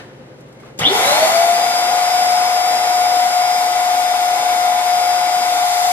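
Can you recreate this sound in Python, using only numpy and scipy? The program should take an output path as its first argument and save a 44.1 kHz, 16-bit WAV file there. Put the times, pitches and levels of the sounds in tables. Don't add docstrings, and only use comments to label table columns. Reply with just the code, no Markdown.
import sys
import numpy as np
from scipy import signal
from scipy.fft import rfft, irfft, next_fast_len
from scipy.io import wavfile
from scipy.ndimage import map_coordinates

SR = 44100
rng = np.random.default_rng(int(sys.argv[2]) if len(sys.argv) > 2 else 0)


def digitize_waveform(pressure):
    field = np.atleast_2d(pressure).T
    bounded = np.clip(field, -1, 1)
    quanta = np.round(bounded * 32767).astype(np.int16)
    wavfile.write(sys.argv[1], SR, quanta)


N = 261072
SWITCH_S, MAINS_HZ = .789, 60
TIME = np.arange(N) / SR
RUN_S = np.clip(TIME - SWITCH_S, 0, None)

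# f/Hz, width/Hz, boost/dB
TABLE_RINGS = [(139, 12, 6), (200, 14, 6), (241, 14, 7), (290, 25, 4), (318, 14, 4), (354, 10, 5),
               (371, 10, 7), (403, 12, 9), (472, 18, 5), (498, 10, 3), (545, 20, 4)]
# f/Hz, level/dB
RUSTLE_MID = [(470, -5), (800, -0.5), (1110, -7), (2090, -10.5), (2380, -14), (7790, -29), (12700, -35),
              (14000, -49)]
RUSTLE_SIDE = [(470, -27), (800, -2), (2090, -4), (2320, -6), (2590, -6), (7070, -17), (11800, -21),
               (14000, -30)]


def amp(db):
    return 10 ** (np.asarray(db) / 20)


def unit(x):
    return x / np.sqrt(np.mean(x ** 2) + 1e-20)


def along(points, hz):
    f, values = np.transpose(points)
    return np.interp(np.log(hz + 1), np.log(f + 1), values)


def curves(rows):
    times, *columns = np.transpose(rows)
    return [np.interp(TIME, times, column) for column in columns]


def wobble(rate):
    return map_coordinates(rng.standard_normal(int(N * rate / SR) + 4), [np.arange(N) * rate / SR])


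def filtered(x, response):
    size = next_fast_len(N + SR // 2)
    return irfft(rfft(x, size) * response(np.fft.rfftfreq(size, 1 / SR)), size)[..., :N]


def peak(f, hz, width_hz):
    return 1j * f * width_hz / (hz * hz - f * f + 1j * f * width_hz)


def colour(points, rings=()):
    boost = lambda f: sum((amp(db) - 1) * abs(peak(f, hz, width)) ** 2 for hz, width, db in rings)
    return lambda f: amp(along(points, f)) * (1 + boost(f))


def stereo_noise(mid_colour, side_colour, side_db, lean, ahead=0):
    mid, side = rng.standard_normal((2, N))
    mid_bumps, side_bumps = rng.standard_normal((2, 2000))
    ripple = lambda f, bumps: amp(2.15 * np.clip(f / 1500, 0, 1) ** 2 * map_coordinates(bumps, [f / 14]))
    mid = unit(filtered(mid, lambda f: mid_colour(f) * ripple(f, mid_bumps)))
    side = amp(side_db) * unit(filtered(side, lambda f: side_colour(f) * ripple(f, side_bumps)))
    side += filtered(mid, lambda f: lean + 1j * ahead * f / (f + 800))
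    return np.array([mid + side, mid - side])


def tone(turns, per_turn, db, left_db, lead, drift):
    half_lead = (lead + drift * wobble(2.96)) / 2
    level = amp(db + np.array([left_db / 2 + drift * wobble(5.1), -left_db / 2 + drift * wobble(9.5)]))
    return np.sqrt(2) * level * np.sin(2 * np.pi * per_turn * turns + np.array([half_lead, -half_lead]))


def clatter_fade():
    return amp(-39.5 - 60 * TIME / .21) + amp(-48 - 60 * TIME / 2)


def clatter():
    # f/Hz, width/Hz, boost/dB
    rings = [(1480, 30, 10), (1800, 50, 9), (2100, 40, 4), (2620, 70, 8), (3100, 100, 6), (3880, 90, 9)]
    noise = stereo_noise(colour(RUSTLE_MID, rings), colour(RUSTLE_SIDE, rings), side_db=-2.5, lean=.16)
    return clatter_fade() * noise


def household_hum():
    # f/Hz, level/dB
    mid = [(15, -55), (40, -24), (86, -22), (130, -17), (250, -12.5), (420, -13.5), (600, -20), (1200, -54),
           (2600, -120)]
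    side = [(120, -27), (200, 6), (408, -16), (446, -5), (1200, -22), (1560, -50), (2640, -120)]
    # f/Hz, width/Hz, boost/dB
    rings = [(262, 15, -7), (404, 18, -3), (516, 28, 9.5)]
    # f/Hz, level relative to the noise/dB
    drones = [(120, -9), (139.5, -6)]
    hum = stereo_noise(colour(mid, rings), colour(side), side_db=-3, lean=.02)
    for hz, db in drones:
        hum += np.sqrt(2) * amp(db) * np.sin(2 * np.pi * hz * TIME + .5 * wobble(3.36))
    hum_db = curves([(.9, -43), (1.6, -61)])[0] + .73 * wobble(15)
    return (amp(hum_db) + amp(-20) * clatter_fade()) * hum


def rustle():
    # t/s, half length/s, level/dB
    strokes = [(0.665, 0.045, -52.5)]
    swell = sum(amp(db) * np.exp(-((TIME - s) / half_s) ** 2) for s, half_s, db in strokes)
    return (amp(-50) + swell) * stereo_noise(colour(RUSTLE_MID), colour(RUSTLE_SIDE), side_db=-2, lean=.19)


def foil_crinkles():
    # t/s, level/dB, time to fade 60 dB/s
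    crinkles = [(0.383, -57, .03), (0.397, -57, .03), (0.404, -57, .1), (0.482, -62, .12),
                (0.522, -60, .12), (0.597, -57, .12), (0.656, -60, .06)]
    bursts = sum(amp(db - 60 * np.abs(TIME - s) / fade_s) * np.clip((TIME - s) / .005, 0, 1)
                 for s, db, fade_s in crinkles)
    crisp = lambda f: f / (f + 5000) / (1 + (f / 11000) ** 4)
    return bursts * stereo_noise(crisp, crisp, side_db=7, lean=.1)


def finger_taps():
    # t/s, f/Hz, level/dB, time to fade 60 dB/s
    taps = [(0.599, 2160, -43, .05), (0.635, 1190, -38, .05)]
    rings = 0
    for s, hz, db, fade_s in taps:
        age = np.clip(TIME - s, 0, None)
        rings += amp(db - 60 * age / fade_s) * np.sin(2 * np.pi * hz * age + .8 * wobble(250)) * (age > 0)
    return rings * amp([[1], [-1]])


def switch_click():
    # t/s, level/dB, time to fade 60 dB/s
    snaps = [(.778, -32, 0.0089), (0.789, -18, 0.021), (0.793, -21, 0.022)]
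    age = np.arange(SR // 10) / SR
    click = np.zeros(N)
    for s, db, fade_s in snaps:
        click[round(s * SR):][:len(age)] += amp(db - 60 * age / fade_s) * rng.standard_normal(len(age))
    click = filtered(click, lambda f: 1 / (1 + 1j * f / 12000) + amp(-8) * peak(f, 3400, 270))
    return click * [[1], [-.4]] + amp(4) * wall_echo(click)


def wall_echo(x):
    # f/Hz, time to fade 60 dB/s
    fades = [(200, 0.33), (2000, 0.49), (10000, 0.16)]
    hz, t, noise = signal.stft(rng.standard_normal((2, SR // 2)), SR, nperseg=256)
    share = np.array([1 / (1 + hz / 3000), hz / (hz + 900)])[:, :, None]
    tail = signal.istft(noise * share * amp(-60 * t / along(fades, hz)[:, None]), SR, nperseg=256)[1]
    mid, side = signal.fftconvolve(x[None], tail / np.linalg.norm(tail[1]), axes=1)[:, :N]
    return np.array([mid + side, mid - side])


def shaft_tone(turns, shaft_hz):
    # f/Hz, level/dB
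    loudness = [(45, -54), (105, -36), (136, -23.5), (200, -42), (290, -33), (350, -42), (420, -27.5),
                (478, -33.5), (540, -32), (600, -27.5), (630, -23.5), (650, -12), (657, -19.5), (664, -25),
                (672, -17), (682, -15), (697, -14.5), (712, -19), (722, -17)]
    flutter_db = .95 * wobble(19)
    judder_db = 3.5 * np.exp(-RUN_S / .69) * wobble(45.4)
    db = along(loudness, shaft_hz) + flutter_db + judder_db
    shaft = tone(turns, per_turn=1, db=db, left_db=6, lead=.1, drift=.14)
    table = lambda f: sum(.37 * amp(boost) * peak(f, hz, width) for hz, width, boost in TABLE_RINGS)
    return shaft + filtered(shaft, table)


def blade_whine(turns):
    # t/s, level/dB, left lead/rad, left minus right/dB
    changes = [(.88, -63, 2, 0), (.97, -34, 2.8, 4), (1.09, -29, 1.5, 9), (1.13, -36, 2.1, 2),
               (1.18, -43, 1.5, 8), (1.23, -28, 2, 9), (1.28, -38, 2.5, 7), (1.38, -30, 3.8, 8),
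               (1.46, -34, 3.1, 6), (1.52, -42, 2.2, 2), (1.55, -29.5, 2.6, 8), (1.62, -28.5, 2.2, 7.5),
               (1.78, -24.5, 2.95, -0.5), (1.95, -31.5, 2.2, 4), (2.12, -29.5, 2.2, -7),
               (2.3, -27, 3.4, -1), (2.5, -29.5, 3.8, 7), (2.7, -28, 2.14, -2), (2.9, -32, 2, -7),
               (3.1, -28.5, 3.3, -3.5), (3.27, -32, 3.3, -3.5), (3.56, -31, 1.3, -5), (3.75, -33.5, 2.3, 2),
               (4.1, -36.5, 0.5, 6), (4.4, -40, .3, 11), (4.8, -41.5, 0.45, 9), (5.0, -31, 2, 6),
               (5.44, -33.5, 1.7, 7), (5.55, -38, 3.2, 9), (5.9, -36.5, 3.6, 10)]
    db, lead, left_db = curves(changes)
    lurch = .025 * np.exp(-(RUN_S / .5) ** 2) * (wobble(60) + wobble(160))
    blades = tone(turns + lurch, per_turn=7, db=db + 1.3 * wobble(30), left_db=left_db, lead=lead, drift=.19)
    outlet_ring = filtered(blades, lambda f: amp(14) * peak(f, 4230, 14.5))
    return blades + outlet_ring


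def contact_bars(turns):
    # f/Hz, width/Hz, gain/dB
    rings = [(3050, 150, 9), (3290, 80, 19), (3400, 30, 23), (3500, 26, 26), (3580, 40, 19), (3500, 270, 7),
             (4300, 400, -10)]
    current = .15 + .85 * np.abs(np.cos(2 * np.pi * MAINS_HZ * (TIME - .862))) ** .8
    bar_db = -17 - 49 * RUN_S
    note = tone(turns + .036 * wobble(300), per_turn=12, db=bar_db, left_db=1, lead=1.5, drift=.3)
    octave = tone(turns + .01 * wobble(300), per_turn=24, db=bar_db - 13, left_db=1, lead=1.5, drift=.3)
    brush_noise = amp(bar_db - 22) * rng.standard_normal((2, N))
    bars = current * (RUN_S > 0) * (note + octave + brush_noise)
    shell = lambda f: .3 + sum(amp(db) * peak(f, hz, width) for hz, width, db in rings)
    treble_cut = lambda f: (.25 + .43 / (1 + (f / 4500) ** 16)) / (1 + 1j * f / 4300) ** 2
    return filtered(bars, lambda f: shell(f) * treble_cut(f))


def motor():
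    # t/s, speed lost/Hz
    load = [(2.4, 0.4), (2.8, 1.6), (3.3, 1.6), (3.6, 3), (4.1, 3.4), (4.45, 4.8), (4.9, 3.6), (5.4, 3.5),
            (5.65, 6.4), (5.9, 7)]
    # cycles per turn, level/dB
    overtones = [(2, -38.5), (3, -42)]
    slow_gap_hz = 469 * np.exp(-RUN_S / .25)
    quick_gap_hz = 254 * np.exp(-(RUN_S / .064) ** .85)
    shaft_hz = 723.7 - slow_gap_hz - quick_gap_hz - curves(load)[0]
    turns = np.cumsum(shaft_hz + .31 * wobble(12)) / SR
    shaft, blades, bars = shaft_tone(turns, shaft_hz), blade_whine(turns), contact_bars(turns)
    gliding = np.clip((690 - shaft_hz) / 90, 0, 1)
    echoes = wall_echo(gliding * (amp(-3.5) * shaft[0] + amp(-1.5) * blades[0] + amp(-4.5) * bars[0]))
    speed_db = 40 * np.log10(shaft_hz / shaft_hz[-1])
    faint = sum(tone(turns, k, db + speed_db, left_db=-4, lead=1.9, drift=.92) for k, db in overtones)
    iron_core_hum = amp(-59) * np.sin(2 * np.pi * 2 * MAINS_HZ * TIME)
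    return shaft + blades + bars + echoes + faint + iron_core_hum


def fan_roar():
    # f/Hz, level/dB
    mid = [(470, -27.5), (800, 2.5), (904, -7), (984, -6.5), (1090, -6.5), (1870, -13), (2040, -10.5),
           (4700, -21), (5000, -16), (6500, -30.5), (11000, -120)]
    side = [(470, -46), (800, 2.5), (1450, -7), (1850, -12), (2040, -5), (2990, -8.5), (3540, -4),
            (4780, -26), (5000, -6.5), (6500, -33), (11000, -120)]
    # f/Hz, width/Hz, boost/dB
    rings = [(1244, 18, 7.5), (1283, 11, 6), (1406, 37, 6.5), (1722, 65, 4), (1971, 30, 6), (2015, 44, 5.5),
             (2076, 33, 6), (2264, 116, 4.5), (2240, 28, 5.5), (3310, 61, 6.5), (3550, 63, 5.5),
             (3605, 78, 6)]
    return stereo_noise(colour(mid, rings), colour(side, rings), side_db=0, lean=.31, ahead=.67)


def chamber_howl():
    # f/Hz, width/Hz, gain/dB
    rings = [(766, 200, -4), (620.3, 11.5, 1), (665, 10, -2.5), (685.3, 6, 7.5), (747.3, 25, 6.5),
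             (783, 10, -5.5), (843, 24, 3), (961, 17, -2.5), (1011.6, 7.8, 4)]
    chamber = lambda f: sum(amp(db) * abs(peak(f, hz, width)) ** 2 for hz, width, db in rings)
    flow = 1 - np.exp(-RUN_S / .033)
    return amp(1.5) * flow * stereo_noise(chamber, chamber, side_db=-12.5, lean=.14, ahead=.19)


def nozzle_hiss():
    # f/Hz, level/dB
    mid = [(2240, -42), (3800, -3.5), (4750, -6), (5140, -7.5), (5500, -5.5), (7490, -4.5), (9350, -9),
           (12200, -5), (13800, -22), (14800, -50)]
    side = [(2240, -45), (3800, -15), (4800, 0.5), (4880, -8), (5110, -19), (5500, -5.5), (9140, -7.5),
            (12100, -5), (14800, -22)]
    return stereo_noise(colour(mid, [(7520, 60, 4.3)]), colour(side, [(7400, 150, 4.4)]), side_db=7, lean=.55)


def table_rumble():
    # f/Hz, level/dB
    mid = [(15, -75), (40, -36), (70, -16.5), (100, -23), (220, -14.5), (350, -10), (425, -16.5), (460, -3),
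           (600, -4), (780, -51), (1300, -120)]
    return stereo_noise(colour(mid, TABLE_RINGS), lambda f: colour(mid)(f) * f, side_db=-11.5, lean=.096)


def rushing_air():
    # t/s, roar and howl/dB, hiss/dB, rumble/dB
    levels = [(0.79, -39, -30, -30), (0.8, -34, -35, -32), (0.82, -25, -42, -30), (0.87, -27.5, -41.5, -31),
              (0.95, -22, -30, -27), (1.11, -19.5, -28, -28.5), (1.38, -23.5, -29.5, -32.5),
              (1.5, -25.5, -32, -36), (2.5, -26.5, -33, -36.5), (4.0, -28, -34, -39),
              (5.3, -27.5, -34, -38), (5.7, -27.5, -31.5, -41)]
    roar_db, hiss_db, rumble_db = curves(levels)
    roar, hiss, rumble = fan_roar() + chamber_howl(), nozzle_hiss(), table_rumble()
    hiss_db += .4 * wobble(11)
    rumble_db += 1.17 * wobble(7)
    return amp(roar_db) * roar + amp(hiss_db) * hiss + amp(rumble_db) * rumble


def scene():
    pump = np.clip(RUN_S / .0041, 0, 1) * (motor() + rushing_air())
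    return pump + switch_click() + finger_taps() + household_hum() + rustle() + clatter() + foil_crinkles()


def record(dry):
    mid, side = (dry[0] + dry[1]) / 2, (dry[0] - dry[1]) / 2
    side = filtered(side, lambda f: 1 / np.sqrt(1 + (330 / (f + 1)) ** 6))
    mid = filtered(mid, lambda f: 1 / np.sqrt(1 + (58 / (f + 1)) ** 4))
    stereo = np.array([mid + side, mid - side])
    rounded = stereo / (1 + np.abs(stereo / .97) ** 8) ** (1 / 8)
    return filtered(rounded, lambda hz: hz < 14950)


dry = scene()
out = record(dry)
digitize_waveform(out)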